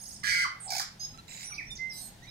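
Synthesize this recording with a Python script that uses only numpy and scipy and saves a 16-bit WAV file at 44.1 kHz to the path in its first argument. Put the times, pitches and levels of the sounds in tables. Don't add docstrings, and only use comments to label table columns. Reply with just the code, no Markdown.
import sys
import numpy as np
from scipy import signal
from scipy.fft import rfft, irfft, next_fast_len
from scipy.io import wavfile
from scipy.ndimage import map_coordinates

SR = 44100
rng = np.random.default_rng(int(sys.argv[2]) if len(sys.argv) > 2 else 0)


def gain_from_decibels(decibels):
    exponent = np.asarray(decibels, float) / 20
    return 10 ** exponent


def unload_wav(signal):
    wavfile.write(
        sys.argv[1],
        SR,
        np.round(np.clip(np.atleast_2d(signal).T, -1, 1) * 32767).astype(np.int16),
    )


N = 101430
T = np.arange(N) / SR

# frequency in Hz, density in dB per Hz.
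RUMBLE_SPECTRUM = [(12, -45), (20, 0.5), (43, -1.5), (81, -2.5), (113, -2.5), (157, -1.5), (206, -7.5),
                   (238, -6.5), (450, -21.5), (580, -56), (990, -120)]
AIR_SPECTRUM = [(180, -34), (300, -13.5), (823, -4.5), (1170, -16), (1760, -11.5), (2450, -15.5),
                (3770, -13), (15700, -28)]
# frequency in Hz, level in dB.
ENGINE_ORDERS = [(118.4, -62.5), (161.5, -65), (199.2, -65)]

# start in s, length in s, first Hz, last Hz, level in dB, sag of last pitch in Hz per turn.
TRILL_TURN = [
    (.018, .024, 7700, 11300, -53, 600),
    (.042, .0147, 6600, 4900, -53, 0),
    (.024, .0144, 6300, 5000, -55, 0),
    (.021, .012, 7900, 8200, -57, 0),
]
TRILL_TURN_DB = [2, 5.5, 5, 3, -6]
TRILL_START_S, TRILL_PERIOD_S = -.043, .0535

# start in s, length in s, first Hz, last Hz. Then their levels in dB.
WHEEZE_NOTES = [(.598, .085, 9200, 7800), (.677, .027, 5300, 4900), (1.54, .03, 5200, 4700),
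                (1.752, .03, 6600, 4900), (1.0, .07, 3600, 3800), (1.28, .15, 7400, 6900),
                (.08, .13, 8100, 8200), (1.9, .17, 5500, 5100), (-.02, .05, 9700, 9600),
                (1.93, .18, 12900, 12000), (1.935, .17, 10900, 11500), (1.93, .18, 9200, 8400),
                (1.28, .12, 8100, 7700), (0, .16, 13800, 13500), (0, .16, 11600, 11300)]
WHEEZE_LEVELS_DB = [-45.5, -45.5, -49.5, -48, -58.5, -54, -62, -61, -51.5, -57.5, -69, -61, -76, -67, -66]

# start in s, length in s, first Hz, last Hz. Then their levels in dB.
SLUR_NOTES = [(1.495, .035, 1650, 1100), (1.5, .03, 3100, 2400), (1.575, .05, 2800, 1720),
              (.432, .035, 1750, 950), (.23, .03, 1100, 1450), (1.945, .058, 5050, 6600),
              (.993, .085, 4800, 5280), (1.703, .028, 5800, 4900), (1.62, .028, 5900, 5350),
              (1.893, .05, 6100, 4650), (1.95, .12, 4850, 5350), (.793, .02, 2400, 900),
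              (1.455, .055, 9600, 9150), (1.458, .105, 5700, 5880), (1.518, .022, 2600, 2150),
              (1.58, .024, 2620, 2150)]
SLUR_LEVELS_DB = [-54, -59, -43.5, -33, -47.5, -51, -41.5, -54, -65, -45.5, -61.5, -41, -50, -47, -45.5,
                  -41]
# second partial in dB, third partial in dB (where present).
SLUR_OVERTONES = [[-35, -40], [-17, -40], [-33, -37], [-32, -28], [-25, -32]] + [[-26]] * 11

# time in s, level in dB.
RASP_EFFORT = [
    (.232, -32),
    (.243, -36.5),
    (.27, -32),
    (.32, -33),
    (.42, -35.5),
    (.45, -36),
]
# centre in Hz, width in Hz, level in dB.
RASP_RESONANCES = [(1590, 140, -44), (2020, 180, 1.5), (3070, 360, -13), (4650, 1090, -8.5),
                   (5600, 210, -17.5), (7670, 670, -18.5), (8800, 390, -32), (13100, 1100, -30)]
# start in s, length in s, first Hz, last Hz. Then their levels in
# dB.
RASP_LINES = [(.255, .175, 1480, 1410), (.236, .07, 1665, 1655), (.31, .12, 1600, 1605),
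              (.238, .1, 1965, 1975), (.29, .11, 2250, 2262), (.305, .1, 4850, 4850),
              (.3, .055, 2020, 2090), (.345, .06, 2085, 1985), (.395, .045, 1990, 2065),
              (.3, .13, 2160, 2165), (.395, .07, 4600, 4570), (.25, .15, 2365, 2355),
              (.24, .06, 1760, 1750), (.3, .04, 4560, 4540), (.27, .06, 6150, 6250)]
RASP_LINE_LEVELS_DB = [-42.5, -35, -39.5, -38, -36.5, -44, -37.5, -34, -32.5, -37.5, -44, -48.5, -45,
                       -44, -46]

# time in s, knock level in dB.
RATTLE_BEATS = [(0.642, -64), (.653, -62), (.664, -50.5), (.675, -46.5), (0.691, -43), (.704, -43.5),
                (.72, -41), (0.7339, -43.5), (.75, -43), (0.7653, -41.5), (.782, -43), (.797, -42.5),
                (0.815, -54), (.828, -62)]
# second partial in dB, third partial in dB.
KNOCK_OVERTONES = [-9, -5]
BEAK_OPENS_S = .7
# time in s, crack level in dB.
RATTLE_EFFORT = [
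    (.7, -40),
    (.704, -36),
    (.8, -35),
    (.825, -40),
    (.84, -56),
]
# centre in Hz, width in Hz, level in dB.
RATTLE_RESONANCES = [(1640, 150, -15), (2310, 200, -6.5), (4940, 330, -8.5), (5350, 670, -2),
                     (6620, 710, -4.5), (8900, 2800, -17.5), (10300, 2800, -16.5), (13300, 2500, -14)]

# start in s, length in s, first Hz, last Hz. Then their levels in dB.
WHISTLE_NOTES = [
    (.993, .08, 6200, 6480),
    (1.43, .035, 7300, 9700),
    (1.44, .025, 5200, 5900),
    (1.668, .035, 5450, 5830),
    (2.228, .04, 6150, 5950),
    (2.268, .04, 3550, 3900),
    (.995, .07, 10800, 11500),
    (1.995, .11, 6550, 6700),
    (1.503, .025, 9150, 9500),
    (1.647, .025, 5200, 5400),
]
WHISTLE_LEVELS_DB = [-43.5, -48, -47, -52.5, -62, -52, -61, -61.5, -51.5, -64]

# time in s, level in dB.
BEAK_CLICKS = [
    (1.113, -48),
    (1.176, -38.5),
]
# centre in Hz, width in Hz, level in dB.
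BEAK_RESONANCES = [(2180, 1900, 1.5), (6400, 600, 4.5), (11000, 5000, -18)]

# start in s, length in s, first Hz, last Hz. Then their levels in dB.
BELL_NOTES = [
    (1.778, .168, 2040, 2072),
    (1.698, .058, 3575, 3584),
    (1.18, .035, 1335, 1352),
    (1.137, .03, 1325, 1310),
]
BELL_LEVELS_DB = [-33, -39.5, -51.5, -54]
# second partial in dB, third partial in dB.
BELL_OVERTONES = [
    [-55, -72],
    [-15, -15],
    [-12, -2],
    [-15, -6.5],
]

# time in s, level in dB.
CHURR_EFFORT = [
    (1.27, -46),
    (1.284, -53.5),
    (1.45, -46.5),
]
# centre in Hz, width in Hz, level in dB.
CHURR_RESONANCES = [(2150, 440, 2.5), (3770, 900, -9), (5100, 880, -1), (6980, 360, 5), (11900, 4100, -10)]
# start in s, length in s, first Hz, last Hz, level in dB.
STROKE_TURN = [
    (0, .011, 3950, 3900, -53),
    (.006, .014, 3300, 1900, -55),
    (.01, .012, 8300, 7000, -55),
]
STROKE_TURN_DB = [0, 0, 0, -1, -1, 0]
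STROKE_START_S, STROKE_PERIOD_S = 1.28, .0295

# start in s, length in s, first Hz, last Hz. Then their levels in dB.
SIGH_NOTES = [
    (1.905, .17, 4060, 3860),
    (1.95, .16, 4500, 4150),
    (1.918, .04, 5100, 4480),
]
SIGH_LEVELS_DB = [-57, -58.5, -60]
# second partial in dB, third partial in dB.
SIGH_OVERTONES = [
    [5.2, -4],
    [11.5, 2],
    [6, -4],
]

# start in s, length in s, first Hz, last Hz. Then their levels in dB.
RISE_NOTES = [
    (2.216, .056, 1800, 2450),
    (2.266, .034, 2450, 2300),
    (2.14, .1, 3750, 3650),
    (2.285, .03, 5200, 5600),
]
RISE_LEVELS_DB = [-57.5, -60, -86, -56]
RISE_OVERTONES = [
    [-7.5],
    [-21],
    [-34],
    [-30],
]

# frequency in Hz, t60 in s.
TREE_DECAY = [(800, 0.37), (2500, 0.38), (6000, 0.3), (14000, 0.14)]
# frequency in Hz, level in dB.
EAR_SHADOW = [(700, -3), (2000, -10), (5000, -6), (12000, -14)]


def unit(x):
    return x / np.sqrt(np.mean(x ** 2) + 1e-20)


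def along(points, hz):
    f, v = np.transpose(points)
    return np.interp(np.log(hz + 1), np.log(f + 1), v)


def wobble(rate_hz):
    return map_coordinates(rng.standard_normal(int(N * rate_hz / SR) + 4), [T * rate_hz])


def filtered(x, response):
    m = next_fast_len(N + SR // 2)
    return irfft(rfft(x, m) * response(np.fft.rfftfreq(m, 1 / SR)), m)[..., :N]


def rush(spectrum, alike):
    turn = np.arccos(alike) / 2
    noise = filtered(rng.standard_normal((2, N)), lambda hz: gain_from_decibels(along(spectrum, hz)))
    mid, side = noise * [[np.cos(turn)], [np.sin(turn)]]
    return unit(np.array([mid + side, mid - side]))


def rows(shapes, levels_db):
    return [(*shape, db) for shape, db in zip(shapes, levels_db)]


def notes(rows, tones, glide, waver_hz, waver_rate, edge, fade_db=0):
    out = np.zeros(N)
    for (start_s, length_s, first_hz, last_hz, db), overtones_db in zip(rows, tones):
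        u = np.clip((T - start_s) / length_s, 0, 1)
        path = (1 - np.exp(-u / glide)) / (1 - np.exp(-1 / glide))
        pitch_hz = first_hz + (last_hz - first_hz) * path + waver_hz * wobble(waver_rate)
        phase = 2 * np.pi * np.cumsum(pitch_hz) / SR
        ramp = np.clip(np.minimum(u / edge, (1 - u) / (1.86 * edge)), 0, 1)
        shape = np.sin(np.pi / 2 * ramp) ** 2
        wave = np.sin(phase)
        for k, tone_db in enumerate(overtones_db):
            wave = wave + gain_from_decibels(tone_db) * np.sin((k + 2) * phase)
        out += gain_from_decibels(db - fade_db * u + 3.5 + 1.15 * wobble(60.05)) * shape * wave
    return out


def effort(points):
    s, db = np.transpose(points)
    gate = np.clip(np.minimum(T - s[0], s[-1] - T) / 0.0065, 0, 1)
    return gain_from_decibels(np.interp(T, s, db)) * gate


def puffs(snaps, decay_s):
    return signal.lfilter([1], [1, -np.exp(-1 / (decay_s * SR))], snaps) * rng.standard_normal(N)


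def pulses(rate_hz, jitter, hiss, hiss_s, scatter_db):
    k = np.arange(int(N * 250 / SR))
    chance = rng.standard_normal((len(k), 2))
    at = np.round((k + jitter * chance[:, 0]) / rate_hz * SR).astype(int)
    keep = (at >= 0) & (at < N)
    snaps = np.bincount(at[keep], gain_from_decibels(scatter_db * chance[keep, 1]), N)
    return unit(snaps) * np.sqrt(1 - hiss) + unit(puffs(snaps, hiss_s)) * np.sqrt(hiss)


def throat(x, peaks, low_hz):
    def response(f):
        ring = sum(gain_from_decibels(db) * 1j * f * w / (c * c - f * f + 1j * f * w) for c, w, db in peaks)
        return ring * (1j * f / (low_hz + 1j * f)) ** 4 / (1 + 1j * f / 8350) ** 2
    return filtered(x, response)


def background():
    tilt_db = np.array([[.7], [-.7]])
    rumble = gain_from_decibels(-55 - 1.5 + 3.14 * wobble(4.17) + tilt_db) * rush(RUMBLE_SPECTRUM, alike=0.93)
    engines = np.zeros(N)
    for hz, db in ENGINE_ORDERS:
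        level = gain_from_decibels(db + 1.5 + 1.96 * wobble(5.78))
        engines += level * np.sin(2 * np.pi * np.cumsum(hz + 2.52 * wobble(8.1)) / SR)
    return rumble + engines + gain_from_decibels(-59 + 1.1 * wobble(4.6)) * rush(AIR_SPECTRUM, alike=0.22)


def trill():
    sweeps, pipes = [], []
    for k, turn_db in enumerate(TRILL_TURN_DB):
        at = TRILL_START_S + k * TRILL_PERIOD_S
        for s, length_s, first_hz, last_hz, db, sag_hz in TRILL_TURN:
            sweeps.append((at + s, length_s, first_hz, last_hz - sag_hz * k, db + turn_db))
        if k < 3:
            pipes.append((at + .053, .026, 6250, 6680, -50))
    return (notes(sweeps, [[-24]] * len(sweeps), glide=0.38, waver_hz=324, waver_rate=1200, edge=0.23)
            + notes(pipes, [[-14]] * len(pipes), glide=0.33, waver_hz=30, waver_rate=270, edge=0.099))


def wheezes():
    return notes(rows(WHEEZE_NOTES, WHEEZE_LEVELS_DB), [[-30]] * 15,
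                 glide=1.4, waver_hz=491, waver_rate=2500, edge=0.11)


def slurs():
    return notes(rows(SLUR_NOTES, SLUR_LEVELS_DB), SLUR_OVERTONES,
                 glide=0.794, waver_hz=35.5, waver_rate=400, edge=0.2)


def rasp():
    snaps = pulses(185.8, jitter=.12, hiss=.67, hiss_s=.011, scatter_db=1.1)
    voice = throat(snaps, RASP_RESONANCES, low_hz=920)
    voice = unit(signal.sosfilt(signal.butter(6, 1290, "high", fs=SR, output="sos"), voice))
    held = notes(rows(RASP_LINES, RASP_LINE_LEVELS_DB), [[-30]] * 15,
                 glide=1.33, waver_hz=14.45, waver_rate=150, edge=0.094)
    return voice * effort(RASP_EFFORT) + held


def knocks():
    pitch_hz, length_s, closed_db = 775, .0115, 18
    beats = [(s, length_s, 1.03 * pitch_hz, pitch_hz, db) for s, db in RATTLE_BEATS]
    tones = [np.array(KNOCK_OVERTONES) - closed_db * (s < BEAK_OPENS_S) for s, db in RATTLE_BEATS]
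    return notes(beats, tones, glide=.5, waver_hz=24.96, waver_rate=140, edge=0.19)


def rattle():
    snaps = np.zeros(N)
    for s, db in RATTLE_BEATS:
        snaps[round(s * SR)] = (s > BEAK_OPENS_S) * gain_from_decibels(1.4 * rng.standard_normal())
    source = 0.39 * unit(snaps) + unit(puffs(snaps, 0.0098))
    crack = throat(source, RATTLE_RESONANCES, low_hz=870)
    sounding = (T > BEAK_OPENS_S) & (T < RATTLE_EFFORT[-1][0])
    return crack / np.sqrt(np.mean(crack[sounding] ** 2)) * effort(RATTLE_EFFORT)


def whistles():
    return notes(rows(WHISTLE_NOTES, WHISTLE_LEVELS_DB), [[-30]] * 10,
                 glide=0.206, waver_hz=50, waver_rate=73, edge=0.068)


def clicks():
    taps = np.zeros(N)
    for s, db in BEAK_CLICKS:
        taps[round(s * SR)] = gain_from_decibels(db + 18.5)
    return throat(taps, BEAK_RESONANCES, low_hz=900)


def bells():
    return notes(rows(BELL_NOTES, BELL_LEVELS_DB), BELL_OVERTONES,
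                 glide=0.12, waver_hz=3.6, waver_rate=40, edge=0.26, fade_db=6)


def churr():
    grain = pulses(69, jitter=.25, hiss=.985, hiss_s=.009, scatter_db=1.5)
    voice = unit(throat(grain, CHURR_RESONANCES, low_hz=1120)) * effort(CHURR_EFFORT)
    strokes = []
    for k, turn_db in enumerate(STROKE_TURN_DB):
        at = STROKE_START_S + k * STROKE_PERIOD_S
        for s, length_s, first_hz, last_hz, db in STROKE_TURN:
            strokes.append((at + s, length_s, first_hz, last_hz, db + turn_db))
    return voice + notes(strokes, [[-30]] * len(strokes), glide=0.79, waver_hz=60, waver_rate=600, edge=0.22)


def sigh():
    return notes(rows(SIGH_NOTES, SIGH_LEVELS_DB), SIGH_OVERTONES,
                 glide=2.74, waver_hz=32.5, waver_rate=500, edge=0.28)


def rises():
    return notes(rows(RISE_NOTES, RISE_LEVELS_DB), RISE_OVERTONES,
                 glide=-1.04, waver_hz=21, waver_rate=300, edge=0.18)


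def trees(x):
    hz, t, z = signal.stft(rng.standard_normal((2, SR // 2)), SR, nperseg=256)
    decay = gain_from_decibels(-60 * t / along(TREE_DECAY, hz)[:, None])
    tail = signal.istft(z * decay, SR, nperseg=256)[1]
    delayed = np.pad(x, (300, 0))[None]
    return signal.fftconvolve(delayed, tail / np.linalg.norm(tail[0]), axes=1)[:, :N]


def left_ear(bird):
    def response(hz):
        lag_s = 0.0004532 / (1 + (1050 / (hz + 1)) ** 8)
        return gain_from_decibels(along(EAR_SHADOW, hz)) * np.exp(-2j * np.pi * hz * lag_s)
    return filtered(bird, response)


def scene():
    bird_db, wet_db, wet_left_db, pure_wet_db = 3.5, -4.5, -2.5, -11
    pure = gain_from_decibels(bird_db) * (knocks() + bells())
    rest = trill() + wheezes() + slurs() + rasp() + rattle() + whistles() + clicks() + churr() + sigh() + rises()
    rest = gain_from_decibels(bird_db) * rest
    bird = pure + rest
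    echoes = gain_from_decibels([[wet_db + wet_left_db], [wet_db]]) * trees(rest + gain_from_decibels(pure_wet_db) * pure)
    return np.array([left_ear(bird), bird]) + echoes + background()


def roll_off(x):
    return signal.sosfilt(signal.butter(12, 15820, fs=SR, output="sos"), x)


def record(dry):
    mix = filtered(dry, lambda hz: hz < 15830)
    return roll_off(mix)


dry = scene()
out = record(dry)
unload_wav(out)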